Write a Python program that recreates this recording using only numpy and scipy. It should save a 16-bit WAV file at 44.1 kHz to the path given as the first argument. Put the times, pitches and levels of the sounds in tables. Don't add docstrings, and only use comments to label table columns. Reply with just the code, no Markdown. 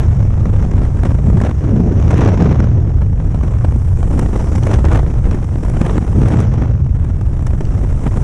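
import sys
import numpy as np
from scipy import signal
from scipy.fft import rfft, irfft, next_fast_len
from scipy.io import wavfile
from scipy.ndimage import uniform_filter1d, map_coordinates

SR = 44100
rng = np.random.default_rng(int(sys.argv[2]) if len(sys.argv) > 2 else 0)


def put_to_file(sound):
    columns = np.atleast_2d(sound).T
    safe = np.clip(columns, -1, 1)
    whole_steps = np.round(safe * 32767)
    wavfile.write(sys.argv[1], SR, whole_steps.astype(np.int16))


def level_to_linear(level):
    exponent = np.asarray(level, float) / 20
    return 10 ** exponent


N = 362943

# t/s, throb level/dB, heave over throb/dB
VORTICES = [(0, -11, -8), (.85, -13.5, -3), (1.35, -10.5, -10.5), (1.6, -16, -7), (2.05, -10.5, -10),
            (2.65, -11.5, -8.5), (3.4, -13, -4), (3.74, -12, -11), (4.0, -13, -1.5), (4.45, -15, -5.5),
            (4.86, -9.5, -7), (5.25, -16, 3), (5.5, -16, -5), (5.7, -15, 0), (6.33, -10, -13),
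            (7.06, -12.5, -8), (7.4, -16, 0), (8.23, -15, -2)]
# f/Hz, density/dB per Hz
RUMBLE = [(40, -13.5), (55, -0.5), (75, 0.5), (115, -2), (140, -5), (190, -20.5), (250, -25)]
# f/Hz, density/dB per Hz
HEAVE = [(6, -15), (14, -6), (25, -9), (45, -1), (60, -9), (80, -37)]
SHEDDING_HZ, HZ_PER_WAKE_DB, HZ_PER_HEAVE_DB = 89.93, 1.34, -0.9


def vortices():
    throb_db, heave_db = curves(VORTICES)
    wake_db = sum(turbulence()) + gusts(ROLLS)
    rate_hz = SHEDDING_HZ + HZ_PER_WAKE_DB * (wake_db - wake_db.mean())
    rate_hz = rate_hz + HZ_PER_HEAVE_DB * (heave_db - heave_db.mean())
    pumping = rush(RUMBLE, patchy_db=0.5) + level_to_linear(-4.5) * shedding(rate_hz, spread_hz=52)
    throb = steadied(pumping, share=0.25)
    heave = level_to_linear(heave_db) * steadied(rush(HEAVE, patchy_db=0.0), share=0.34)
    return level_to_linear(throb_db + 0.18) * (throb + heave)


def shedding(hz, spread_hz):
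    turn = 2 * np.pi * np.cumsum(hz) / SR
    return unit(wobble(spread_hz) * np.cos(turn) + wobble(spread_hz) * np.sin(turn))


def steadied(x, share):
    swell = np.sqrt(np.abs(uniform_filter1d(x ** 2, size=1100)) + 0.01)
    return unit(x / swell ** share)


def wind():
    calm_db, size_db = turbulence()
    gust_db = gusts(GUSTS)
    ragged = ragged_gate(size_db)
    low, high = burst_power()
    eddy_db = calm_db + gust_db - 1.5
    churn = level_to_linear(eddy_db + 2.0 + 0.87 * ragged) ** 2
    return (wake(calm_db + size_db, gust_db, ragged, low)
            + eddies(eddy_db, churn, low)
            + port_hiss(gust_db, ragged, churn, high))


def ragged_gate(size_db):
    flutter = np.maximum(wobble(190), 0) ** 2
    lumps = 0.57 * wobble(7.4) + 1.03 * wobble(45) + 3.27 * wobble(100) + 5.7 * flutter
    ragged = 11 * np.tanh(lumps / 11)
    smoothing_per_db = 0.03
    return ragged * np.clip(1 - smoothing_per_db * (size_db - size_db.mean()), 0.3, 1.4)


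# f/Hz, density/dB per Hz
WAKE = [(110, -16.5), (160, 4), (220, 1), (330, -7), (500, -16), (1000, -31.5)]


def wake(flow_db, gust_db, ragged, low):
    gust_share = 0.36
    wake_db = flow_db + gust_share * gust_db + gusts(ROLLS) - 4.5 + 0.77 * wobble(11)
    power = level_to_linear(wake_db + 0.5 + 0.65 * ragged) ** 2 + level_to_linear(7.0) * low
    return np.sqrt(power) * rush(WAKE, patchy_db=-1.06)


# f/Hz, density/dB per Hz
EDDY = [(150, -29.5), (300, 1), (600, -5.5), (1200, -13), (2400, -24.5), (3600, -32.5), (4600, -40),
        (5600, -62)]


def eddies(eddy_db, churn, low):
    power = churn + level_to_linear(eddy_db - 12.5) ** 2 + low
    return np.sqrt(power) * rush(EDDY, patchy_db=-0.2)


# t/s, peak level/dB, sizzle/dB, length/ms
BURSTS = [(0.455, -10.5, -29, 3.5), (0.624, -15, -24, 6.4), (1.033, -11.5, -25, 5.5),
          (1.37, -13, -24.5, 5.8), (1.413, -12, -22, 7.2), (2.078, -13, -29.5, 4.2), (2.106, -9.5, -21, 12),
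          (2.208, -7.5, -18.5, 5.4), (2.406, -11, -29.5, 5.7), (2.602, -9, -20, 4.2),
          (3.645, -12.5, -28.5, 7), (4.028, -16, -28, 6), (4.191, -10.5, -18, 6.6), (4.329, -17, -29, 5.1),
          (4.668, -6.5, -22.5, 6), (4.788, -10.5, -34, 3.4), (4.841, -12.5, -31, 8.6), (4.914, -15, -22, 3),
          (5.062, -17.5, -29.5, 5.5), (5.49, -23, -31, 4.7), (5.556, -16, -34, 4.6),
          (5.696, -19, -17.5, 6.8), (5.768, -13, -27.5, 6.2), (5.812, -5.5, -24.5, 5.9),
          (5.863, -7, -28, 6.7), (5.978, -6.5, -32, 5.4), (6.282, -10.5, -21.5, 7),
          (6.402, -12.5, -16.5, 3.6), (7.391, -22, -23, 5), (7.465, -16, -17.5, 7.5)]
# t/s, peak level/dB, sizzle/dB
FLAPS = [(0.713, -17.5, -26), (0.885, -24, -34), (1.436, -13, -26), (1.509, -12.5, -39), (2.023, -17, -22),
         (2.171, -13.5, -19), (2.273, -14, -30), (2.525, -14, -29), (2.64, -15, -24), (3.017, -20, -26),
         (3.343, -16, -26.5), (3.434, -19, -24), (3.721, -19.5, -24), (4.355, -14, -29),
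         (4.552, -14.5, -19), (4.58, -16, -23), (4.712, -14, -23), (4.744, -11, -23), (4.929, -12.5, -22),
         (5.315, -16.5, -25), (5.442, -18.5, -22.5), (5.894, -12.5, -34), (6.311, -16, -23),
         (6.537, -18, -20), (6.619, -13.5, -25.5), (7.043, -24, -19.5), (7.21, -18.5, -23),
         (7.532, -18, -27), (7.606, -14.5, -26.5), (8.064, -12, -29)]


def bursts():
    s, around_db, size, colour, span = scattered(per_s=22)
    peak_db = around_db + 10.5 + 4.5 * size
    sizzle_db = -29 + 3.5 * colour
    ms = 4.9 * np.exp(0.3 * span)
    flap_ms = np.full(len(FLAPS), 6)
    middling = [*np.transpose(FLAPS), flap_ms]
    return np.hstack([np.transpose(BURSTS), middling, [s, peak_db, sizzle_db, ms]])


def burst_power():
    s, peak_db, sizzle_db, ms = bursts()
    torn = level_to_linear(3.1 * wobble(330))
    low = torn * humps(s, peak_db - 7.5, 1.52 * ms, lead=0.14)
    high = torn * humps(s, peak_db + sizzle_db - 8, 1.3 * ms, lead=0.15)
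    return low, high


# t/s, peak level/dB
TICKS = [(0.626, -36), (0.7123, -31), (1.4022, -28), (1.417, -24), (2.0253, -30.5), (2.0794, -35),
         (2.1046, -31), (2.141, -25), (2.1794, -20), (2.248, -23), (2.2763, -20.5), (2.423, -25),
         (2.602, -26.5), (3.4353, -42), (4.1936, -42), (4.558, -24), (4.6336, -23), (4.6668, -26.5),
         (4.7396, -18), (4.8512, -25), (5.3108, -26.5), (5.8092, -34), (5.8646, -34), (5.9788, -26),
         (6.284, -47), (6.32, -29), (6.3707, -29), (6.4113, -25.5), (7.4706, -31), (7.652, -30)]
# f/Hz, density/dB per Hz
SNAP = [(500, -10.5), (1500, 11.5), (3000, 2.5), (4500, -9), (5800, 2.5), (9000, -13.5), (12000, -25.5),
        (15600, -41.5)]


def snaps():
    s, around_db, size = scattered(per_s=8)[:3]
    faint_db = around_db - 5 + 2 * size
    s, peak_db = np.hstack([np.transpose(TICKS), [s, faint_db]])
    power = humps(s, peak_db - 3.0, np.full(len(s), 4.6), lead=0.16)
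    return np.sqrt(power) * rush(SNAP, patchy_db=-4.5)


# t/s, speed as hiss level/dB, angle as edge over hiss/dB
CROSSWIND = [(0.0, -55.5, -1), (0.27, -58.5, -3), (1.28, -57.5, 1), (1.99, -56, -8), (2.08, -52, -5),
             (2.25, -51, -14), (2.7, -58, -10), (3.09, -62.5, -1.5), (4.1, -57.5, 5), (4.42, -51, -0.5),
             (4.72, -52, 0.5), (5.16, -59, 0), (5.75, -55.5, 3), (6.42, -55, -0.5), (6.46, -56, -8),
             (6.81, -63, -5.5), (6.97, -66, 2), (8.23, -54.5, 2.5)]
# f/Hz, density/dB per Hz
PORT = [(3600, -24), (4600, -11.5), (5200, -2.5), (5800, 1.5), (6600, -3), (7500, -10), (9000, -21),
        (11000, -19), (13000, -48)]
# f/Hz, density/dB per Hz
EDGE = [(5500, -27.5), (6800, -4.5), (7800, -2), (9000, -5), (10500, -11), (12000, -19.5), (14000, -27),
        (15600, -52.5)]


def port_hiss(gust_db, ragged, churn, high):
    hiss_db, edge_db = curves(CROSSWIND)
    port = rush(PORT, patchy_db=1.6) + level_to_linear(edge_db - 2.5) * rush(EDGE, patchy_db=1.5)
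    gust_share = 0.18
    steady = level_to_linear(hiss_db + gust_share * gust_db + 0.26 + 0.28 * ragged)
    return np.sqrt(steady ** 2 + level_to_linear(-28.5) ** 2 * churn + high) * port


# t/s, turbulence level/dB, eddy size as wake over turbulence/dB
FLOW = [(0.0, -37.5, 10.5), (1.44, -37, 15), (1.56, -38.5, 10.5), (1.7, -34.5, 20.5), (1.99, -35.5, 14),
        (2.27, -27.5, 11), (3.12, -42.5, 18), (3.58, -38.5, 8.5), (3.76, -39.5, 17), (3.8, -40.5, 9),
        (4.15, -38, 17), (4.79, -32.5, 10), (5.29, -40, 13.5), (5.73, -35, 12.5), (6.42, -35.5, 17.5),
        (6.85, -44, 12), (8.18, -37, 13.5), (8.23, -39, 10.5)]


def turbulence():
    return curves(FLOW)


# middle t/s, length/s, swell/dB
GUSTS = [(0.022, 0.12, 6.5), (.45, 0.14, 0), (.632, 0.026, 8), (1.72, 0.23, 1.5), (.8, 0.23, 4.5),
         (1.06, 0.092, 9), (1.456, 0.2, 10), (2.107, 0.36, 2), (2.24, 0.22, 3), (2.428, 0.098, 3),
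         (2.597, 0.15, 0.5), (3.33, 0.082, 1.5), (3.463, 0.14, 3.5), (3.657, 0.11, -0.5), (4.209, 0.28, 4),
         (4.365, 0.13, 6), (4.57, 0.09, -1), (4.72, 0.092, 8), (4.865, 0.032, 8.5), (4.951, 0.17, 9.5),
         (5.317, 0.19, 8), (5.604, 0.055, 0.5), (5.839, 0.29, 6), (6.3, 0.35, 6), (6.417, .12, 6),
         (6.6, 0.25, 5), (7.067, 0.069, 5.5), (7.46, 0.13, 2), (8.057, 0.089, 7.5), (8.161, 0.11, 6)]
# middle t/s, length/s, swell/dB
ROLLS = [(.43, 0.18, 5), (.75, 0.2205, 8), (1.3, 0.251, 5), (1.84, 0.399, 7), (2.1, .15, 5),
         (2.45, 0.17, 8.5), (2.62, .12, 6), (2.79, .24, 8), (3.5, 0.18, 3.5), (4.2, 0.26, 4.5),
         (4.6, 0.26, 0.5), (5.32, .15, 7.5), (5.6, 0.11, 2), (5.8, 0.15, 5), (6.2, 0.15, 6), (6.62, .12, 3),
         (7.32, .1, 5), (7.6, 0.21, 1.5), (8.12, 0.28, 1)]


def gusts(rows):
    swell = np.zeros(N + 2 * SR)
    for s, length, db in rows:
        shape = np.hanning(round(length * SR)) ** 0.706
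        start = SR + round((s - length / 2) * SR)
        swell[start:][:len(shape)] += db * shape
    return swell[SR:][:N]


def scattered(per_s):
    draws = rng.standard_normal((int(per_s * N / SR), 4))
    s = (np.arange(len(draws)) + 0.5 + draws[:, 0] / 2) / per_s
    s = np.clip(s, 0, (N - 1) / SR)
    around_db = turbulence()[0] + gusts(GUSTS)
    return s, around_db[(s * SR).astype(int)], *draws[:, 1:].T


def humps(times, db, ms, lead):
    power = np.zeros(N + SR)
    for s, level_db, length in zip(times, db, np.clip(ms, 1, 40) * SR / 1000):
        shape = np.hanning(round(length))
        start = max(round(s * SR - lead * length), 0)
        power[start:][:len(shape)] += level_to_linear(level_db) ** 2 * shape
    return power[:N]


def rush(spectrum, patchy_db):
    z = signal.stft(rng.standard_normal(N + 512), nperseg=512)[2]
    field = uniform_filter1d(rng.standard_normal(z.shape), size=8, axis=0)
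    field = uniform_filter1d(field, size=6, axis=1)
    noise = signal.istft(z * level_to_linear(patchy_db * unit(field)), nperseg=512)[1]
    m = next_fast_len(len(noise))
    hz, db = np.transpose(spectrum)
    log_f = np.log(np.fft.rfftfreq(m, 1 / SR) + 1)
    gain = level_to_linear(np.interp(log_f, np.log(hz), db, -120, -120))
    return unit(irfft(rfft(noise, m) * gain, m)[:N])


def wobble(rate):
    knots = rng.standard_normal(int(N / SR * 400))
    return unit(map_coordinates(knots, [np.arange(N) * rate / SR]))


def curves(rows):
    s, *cols = np.transpose(rows)
    return [np.interp(np.arange(N) / SR, s, c) for c in cols]


def unit(x):
    return x / np.sqrt(np.mean(x ** 2) + 1e-20)


def scene():
    return (vortices() + wind() + snaps())[None]


def top_cut(x):
    return signal.sosfilt(signal.butter(12, 15700, fs=SR, output="sos"), x)


def record(dry):
    soft = dry / (1 + np.abs(dry / 0.97) ** 7) ** (1 / 7)
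    return top_cut(soft)


dry = scene()
out = record(dry)
put_to_file(out)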